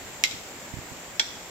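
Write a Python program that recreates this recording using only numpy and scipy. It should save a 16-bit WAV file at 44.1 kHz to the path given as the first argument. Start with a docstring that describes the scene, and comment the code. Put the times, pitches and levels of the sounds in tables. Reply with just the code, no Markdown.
"""Stick sparring by a stream

Two people spar with wooden sticks on a forest path, beside a rushing stream made of shaped noise.
The sticks clack twice: a hard crack and a short ring of decaying sines,
scattered by the ground and returned by the trees.
Between the blows a few soft bumps, short low pushes, reach the hand-held microphone."""
import sys
import numpy as np
from scipy import signal
from scipy.fft import rfft, irfft
from scipy.io import wavfile
from scipy.ndimage import uniform_filter1d

SR = 44100
rng = np.random.default_rng(int(sys.argv[2]) if len(sys.argv) > 2 else 0)


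def output_pcm(signal):
    """Save a mono or channel-first signal as 16-bit PCM at the path in sys.argv[1].

    Samples are clipped to [-1, 1] before scaling.
    """
    pcm = np.clip(np.atleast_2d(signal).T, -1, 1) * 32767
    wavfile.write(sys.argv[1], SR, np.round(pcm).astype(np.int16))


N = 66150  # samples, 1.5 s


def amp(db):
    """Decibels to gain."""
    return 10 ** (np.asarray(db) / 20)


def unit(x):
    """Scales to an rms of 1."""
    return x / np.sqrt(np.mean(x ** 2) + 1e-20)


def decay(t, t60):
    """Exponential decay that falls by 60 dB in t60 seconds."""
    return np.exp(-np.log(1000) * t / t60)


def read(points, hz):
    """Reads a table on a log-frequency axis."""
    f, value = np.transpose(points)
    return np.interp(np.log(hz + 1), np.log(f + 1), value)


def add(mix, start_s, sound):
    """Mixes a sound in at a time, cut off at the end of the mix."""
    part = mix[max(round(start_s * SR), 0):][:len(sound)]
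    part += sound[:len(part)]


def click(spectrum, size=8192):
    """The shortest causal pulse that has this spectrum (minimum phase)."""
    hz = abs(np.fft.fftfreq(size, 1 / SR))
    log_gain = np.log(amp(read(spectrum, hz)))
    pulse = np.fft.ifft(np.exp(np.conj(signal.hilbert(log_gain)))).real
    return pulse[:size // 2]


# Spectrum of the rushing water. Each row: frequency in Hz, relative level in dB per Hz.
WATER = [(20, -21), (45, -5), (75, 0), (110, -2), (200, 1), (420, -1.5), (720, -2), (1050, -6), (2000, -8),
         (4500, -12), (8000, -12), (16000, -13)]
# How alike the water is on both sides. Each row: frequency in Hz, likeness from 0 to 1.
LIKENESS = [(30, 0.49), (120, 1), (300, 0.89), (700, 0.89), (1400, 0.42), (2500, 0.039), (16000, 0.031)]
# Slow drift of the water. Each row: time in seconds, level change in dB.
WATER_DRIFT = [(0, 0.5), (.35, 0.7), (.7, -0.15), (1, -0.24), (1.5, -0.2)]
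WATER_DB, PATCHY_DB, SWELL_DB = -40.5, 0.6, 0.36  # rms before the drift; rms depth of patches and swell


def stream(size=1024):
    """Rushing water: wide noise with faint drifting patches and a slight swell, partly shared by both sides."""
    hop, hz = size // 4, np.fft.rfftfreq(size, 1 / SR)
    frames = N // hop + 5
    a, b, c, d, patches = rng.standard_normal((frames, len(hz), 5)).T
    # smooth the patches over 12 frequency bins, then over 10 frames
    patches = uniform_filter1d(patches, size=12, axis=0)
    patches = unit(uniform_filter1d(patches, size=10, axis=1))
    swell = unit(uniform_filter1d(rng.standard_normal(frames), size=40))
    left, other = a + 1j * b, c + 1j * d
    same = read(LIKENESS, hz)[:, None]
    right = same * left + np.sqrt(1 - same ** 2) * other
    level_db = read(WATER, hz)[:, None] + PATCHY_DB * patches + SWELL_DB * swell
    bins = np.array([left, right]) * amp(level_db)
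    water = signal.istft(bins, nperseg=size, noverlap=size - hop)[1][:, :N]
    drift_db = np.interp(np.arange(N) / SR, *np.transpose(WATER_DRIFT))
    return amp(WATER_DB + drift_db) * unit(water)


def travel(pulse, travel_ms):
    """Bending waves run along the stick at a speed that grows with the root of frequency: treble arrives first."""
    hz, at_khz_s = np.fft.rfftfreq(len(pulse), 1 / SR), travel_ms / 1000
    # the second term takes off the arrival time of the highest frequency
    turns = at_khz_s * (2 * np.sqrt(1000 * hz) - hz * np.sqrt(1000 / hz[-1]))
    return irfft(rfft(pulse) * np.exp(-2j * np.pi * turns), len(pulse))


# Ringing modes of the wood in the high and in the low blow.
# Each row: frequency in Hz, level in dB before the level of the blow, time to fall 60 dB in seconds.
HIGH_MODES = [(1516, -39.5, 0.1), (2092, -26, 0.076), (2185, -29.5, 0.016), (2380, -29, .045),
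              (2520, -51, .07), (2740, -34, 0.072), (3220, -22.5, 0.058), (3620, -20, 0.019),
              (3946, -19, .035), (4370, -35, 0.052), (5340, -56, 0.045), (7600, -45, 0.036)]
LOW_MODES = [(617, -44, 0.032), (910, -36, 0.048), (910, -54, 0.041), (1410, -36.5, 0.096),
             (1563, -33, 0.075), (2297, -33, 0.1), (3401, -21, 0.045), (3530, -23, 0.03), (3690, -28, .05),
             (4150, -33, 0.05), (4860, -40, 0.031), (5560, -28, 0.039), (5720, -30, 0.043),
             (7310, -42, 0.15)]
# Spectrum of the crack where the sticks touch. Each row: frequency in Hz, relative level in dB.
HIGH_CRACK = [(150, -22), (1200, -11), (1700, 9.5), (2100, 18.5), (2900, 12.5), (4200, 19.5), (4900, 18.5),
              (5700, 14.5), (6300, 11.5), (8500, 5.5), (11000, 7.5), (16000, -2)]
LOW_CRACK = [(150, -35), (1100, -7), (1450, 6), (1900, 9.5), (2800, 2), (3450, 22.5), (4100, 13),
             (5700, 15.5), (6700, -2.5), (8500, 2.5), (11000, -5), (16000, -31)]
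REBOUND = 0.57  # each gap between touches as a share of the one before


def clack(crack, modes, travel_ms, chatter_ms, chatter_db, count=3):
    """A crack and the ring of the wood; the sticks chatter, each touch sooner and weaker than the last."""
    t = np.arange(SR // 4) / SR
    wood = np.zeros(len(t))
    for hz, db, t60 in modes:
        wood += amp(db) * decay(t, t60) * np.sin(2 * np.pi * hz * t)
    contact, touch_s = click(crack), 0
    for k in range(count):
        add(wood, touch_s, amp(k * chatter_db) * contact)
        touch_s += chatter_ms / 1000 * REBOUND ** k
    return travel(wood, travel_ms)


def tail(t60, rise_s):
    """Many small reflections of random sign that swell and die away; energy 1 on each side."""
    t = np.arange(SR) / SR
    taps = rng.choice([-1., 1.], (2, SR)) * (rng.random((2, SR)) < 1 / 20)
    taps = taps * (1 - np.exp(-t / rise_s)) * decay(t, t60)
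    return taps / np.linalg.norm(taps, axis=1, keepdims=True)


# Near reflections of each blow, off the ground and the fighters.
# Each row: delay in ms, left level in dB, right level in dB.
HIGH_BOUNCES = [(3.2, -30, -33), (5.3, -34, -28), (10.2, -31, -31), (12.0, -37, -33), (17.5, -17, -25)]
LOW_BOUNCES = [(3.3, -3, -2), (7.5, -29, -19), (18.0, -17, -19)]
# The right port of the microphone faces away from the sticks: colour of the direct sound there.
# Each row: frequency in Hz, gain in dB.
HIGH_SHADE = [(200, -21), (1400, -10), (2200, 7), (3500, -16), (5200, 0.5), (7000, -2), (11000, -4)]
LOW_SHADE = [(200, -13), (2200, 5.5), (3500, 0), (5200, -25), (7000, 1), (11000, -26)]
SCATTER_T60_S, SCATTER_RISE_S = 0.093, 0.0022
FOREST_T60_S, FOREST_RISE_S = 0.7, 0.0056
ECHO_S, ECHO_T60_S, ECHO_RISE_S = 0.0735, 0.26, 0.0016  # a stand of trunks throws the clack back


def clearing(bounces, shade, scatter_db, forest_db, echo_db):
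    """Direct path, near bounces, scatter from ground and ferns, and the long answer of the trees."""
    scatter = amp(scatter_db) * tail(SCATTER_T60_S, SCATTER_RISE_S)
    forest = amp(forest_db) * tail(FOREST_T60_S, FOREST_RISE_S)
    paths = scatter + forest
    paths[0, 0] += 1  # direct sound on the left
    add(paths[1], 0, click(shade))  # direct sound on the right
    for ms, left_db, right_db in bounces:
        paths[:, round(ms * SR / 1000)] += amp([left_db, right_db])
    for side, echo in zip(paths, tail(ECHO_T60_S, ECHO_RISE_S)):
        echo[0] += 0.7  # a sharp front to the echo
        add(side, ECHO_S, amp(echo_db) * echo)
    return paths


# The two blows on the path. Each row: start in seconds, level in dB, left over right in dB,
# lag of the right side in ms, bending wave travel in ms at 1 kHz (less that of the highest frequency),
# first chatter gap in ms, chatter step in dB per touch, scatter in dB, forest in dB, echo in dB,
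# then the crack, modes, bounces and shade tables.
BLOWS = [(0.2377, 2, 0.5, 0.22, 1.987, .35, -13.5, -6.5, -11.5, -20.5, HIGH_CRACK, HIGH_MODES, HIGH_BOUNCES, HIGH_SHADE),
         (1.1959, -1, -1, 0.27, 1.072, 1.2, -9.5, -5.5, -8.5, -39, LOW_CRACK, LOW_MODES, LOW_BOUNCES, LOW_SHADE)]


def sticks():
    """Each blow sounds through the clearing to both sides of the microphone."""
    out = np.zeros((2, N))
    for (start_s, db, pan_db, lag_ms, travel_ms, chatter_ms, chatter_db,
         scatter_db, forest_db, echo_db, crack, modes, bounces, shade) in BLOWS:
        wood = clack(crack, modes, travel_ms, chatter_ms, chatter_db)
        paths = clearing(bounces, shade, scatter_db, forest_db, echo_db)
        left, right = signal.fftconvolve(wood[None], paths, axes=1)
        add(out[0], start_s, amp(db + pan_db / 2) * left)
        add(out[1], start_s + lag_ms / 1000, amp(db - pan_db / 2) * right)
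    return out


# Bumps on the body of the hand-held microphone. Each row: start in seconds, level in dB.
BUMPS = [(.335, -34), (.7320, -25), (0.7629, -27.5), (.7810, -28.5), (0.9117, -31.5)]
BUMP_HZ, BUMP_PEAK_S, BUMP_WIDTH_S, BUMP_LEFT_DB = 106.5, 0.00987, 0.005, -16
KNOCK_HZ, KNOCK_DB, KNOCK_S = 260, -4.5, 0.00264  # KNOCK_S is both its lead on the push and its width


def bumps():
    """Handling gives short low pushes; the case knocks dully just ahead of each, mostly at the right port."""
    t = np.arange(SR // 20) / SR - BUMP_PEAK_S
    push = -np.sin(2 * np.pi * BUMP_HZ * t) * np.exp(-(t / BUMP_WIDTH_S) ** 2)
    early = t + KNOCK_S
    knock = amp(KNOCK_DB) * np.sin(2 * np.pi * KNOCK_HZ * early) * np.exp(-(early / KNOCK_S) ** 2)
    right = np.zeros(N)
    for start_s, db in BUMPS:
        add(right, start_s, amp(db) * (push + knock))
    return np.array([amp(BUMP_LEFT_DB) * right, right])


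def scene():
    """Stream, sticks and handling together."""
    return stream() + sticks() + bumps()


# Colour of the two microphone ports. Each row: frequency in Hz, gain in dB.
LEFT_PORT = [(30, -8.5), (150, -2.5), (1000, -0.5), (1800, -2.5), (3000, 0.5), (4500, 0.5), (6000, 1),
             (6900, 6.5), (7330, 12), (7800, 4), (8600, -6), (10000, -17), (11500, -11), (13000, -2),
             (14500, -4), (15700, -39)]
RIGHT_PORT = [(30, 2), (150, -1.5), (1100, 1), (1500, 3.5), (2100, 5.5), (2600, 3.5), (3000, 1), (4400, -2),
              (5500, -1), (6500, -2), (7400, 1), (8500, -6), (10800, -14.5), (12300, -6.5), (13600, -9),
              (15700, -7)]
OVERLOAD, EDGE_HZ = 0.58, 15800  # clipping level before the low-pass; upper edge of the band


def record(dry):
    """Each port colours the sound, peaks past the overload level are clipped, and the band is limited."""
    ports = zip(dry, (LEFT_PORT, RIGHT_PORT))
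    coloured = np.array([signal.fftconvolve(side, click(port))[:N] for side, port in ports])
    clipped = np.clip(coloured, -OVERLOAD, OVERLOAD)
    low_pass = signal.firwin(511, EDGE_HZ, window=("kaiser", 9), fs=SR)
    return signal.oaconvolve(clipped, low_pass[None], "same")


dry = scene()
out = record(dry)
output_pcm(out)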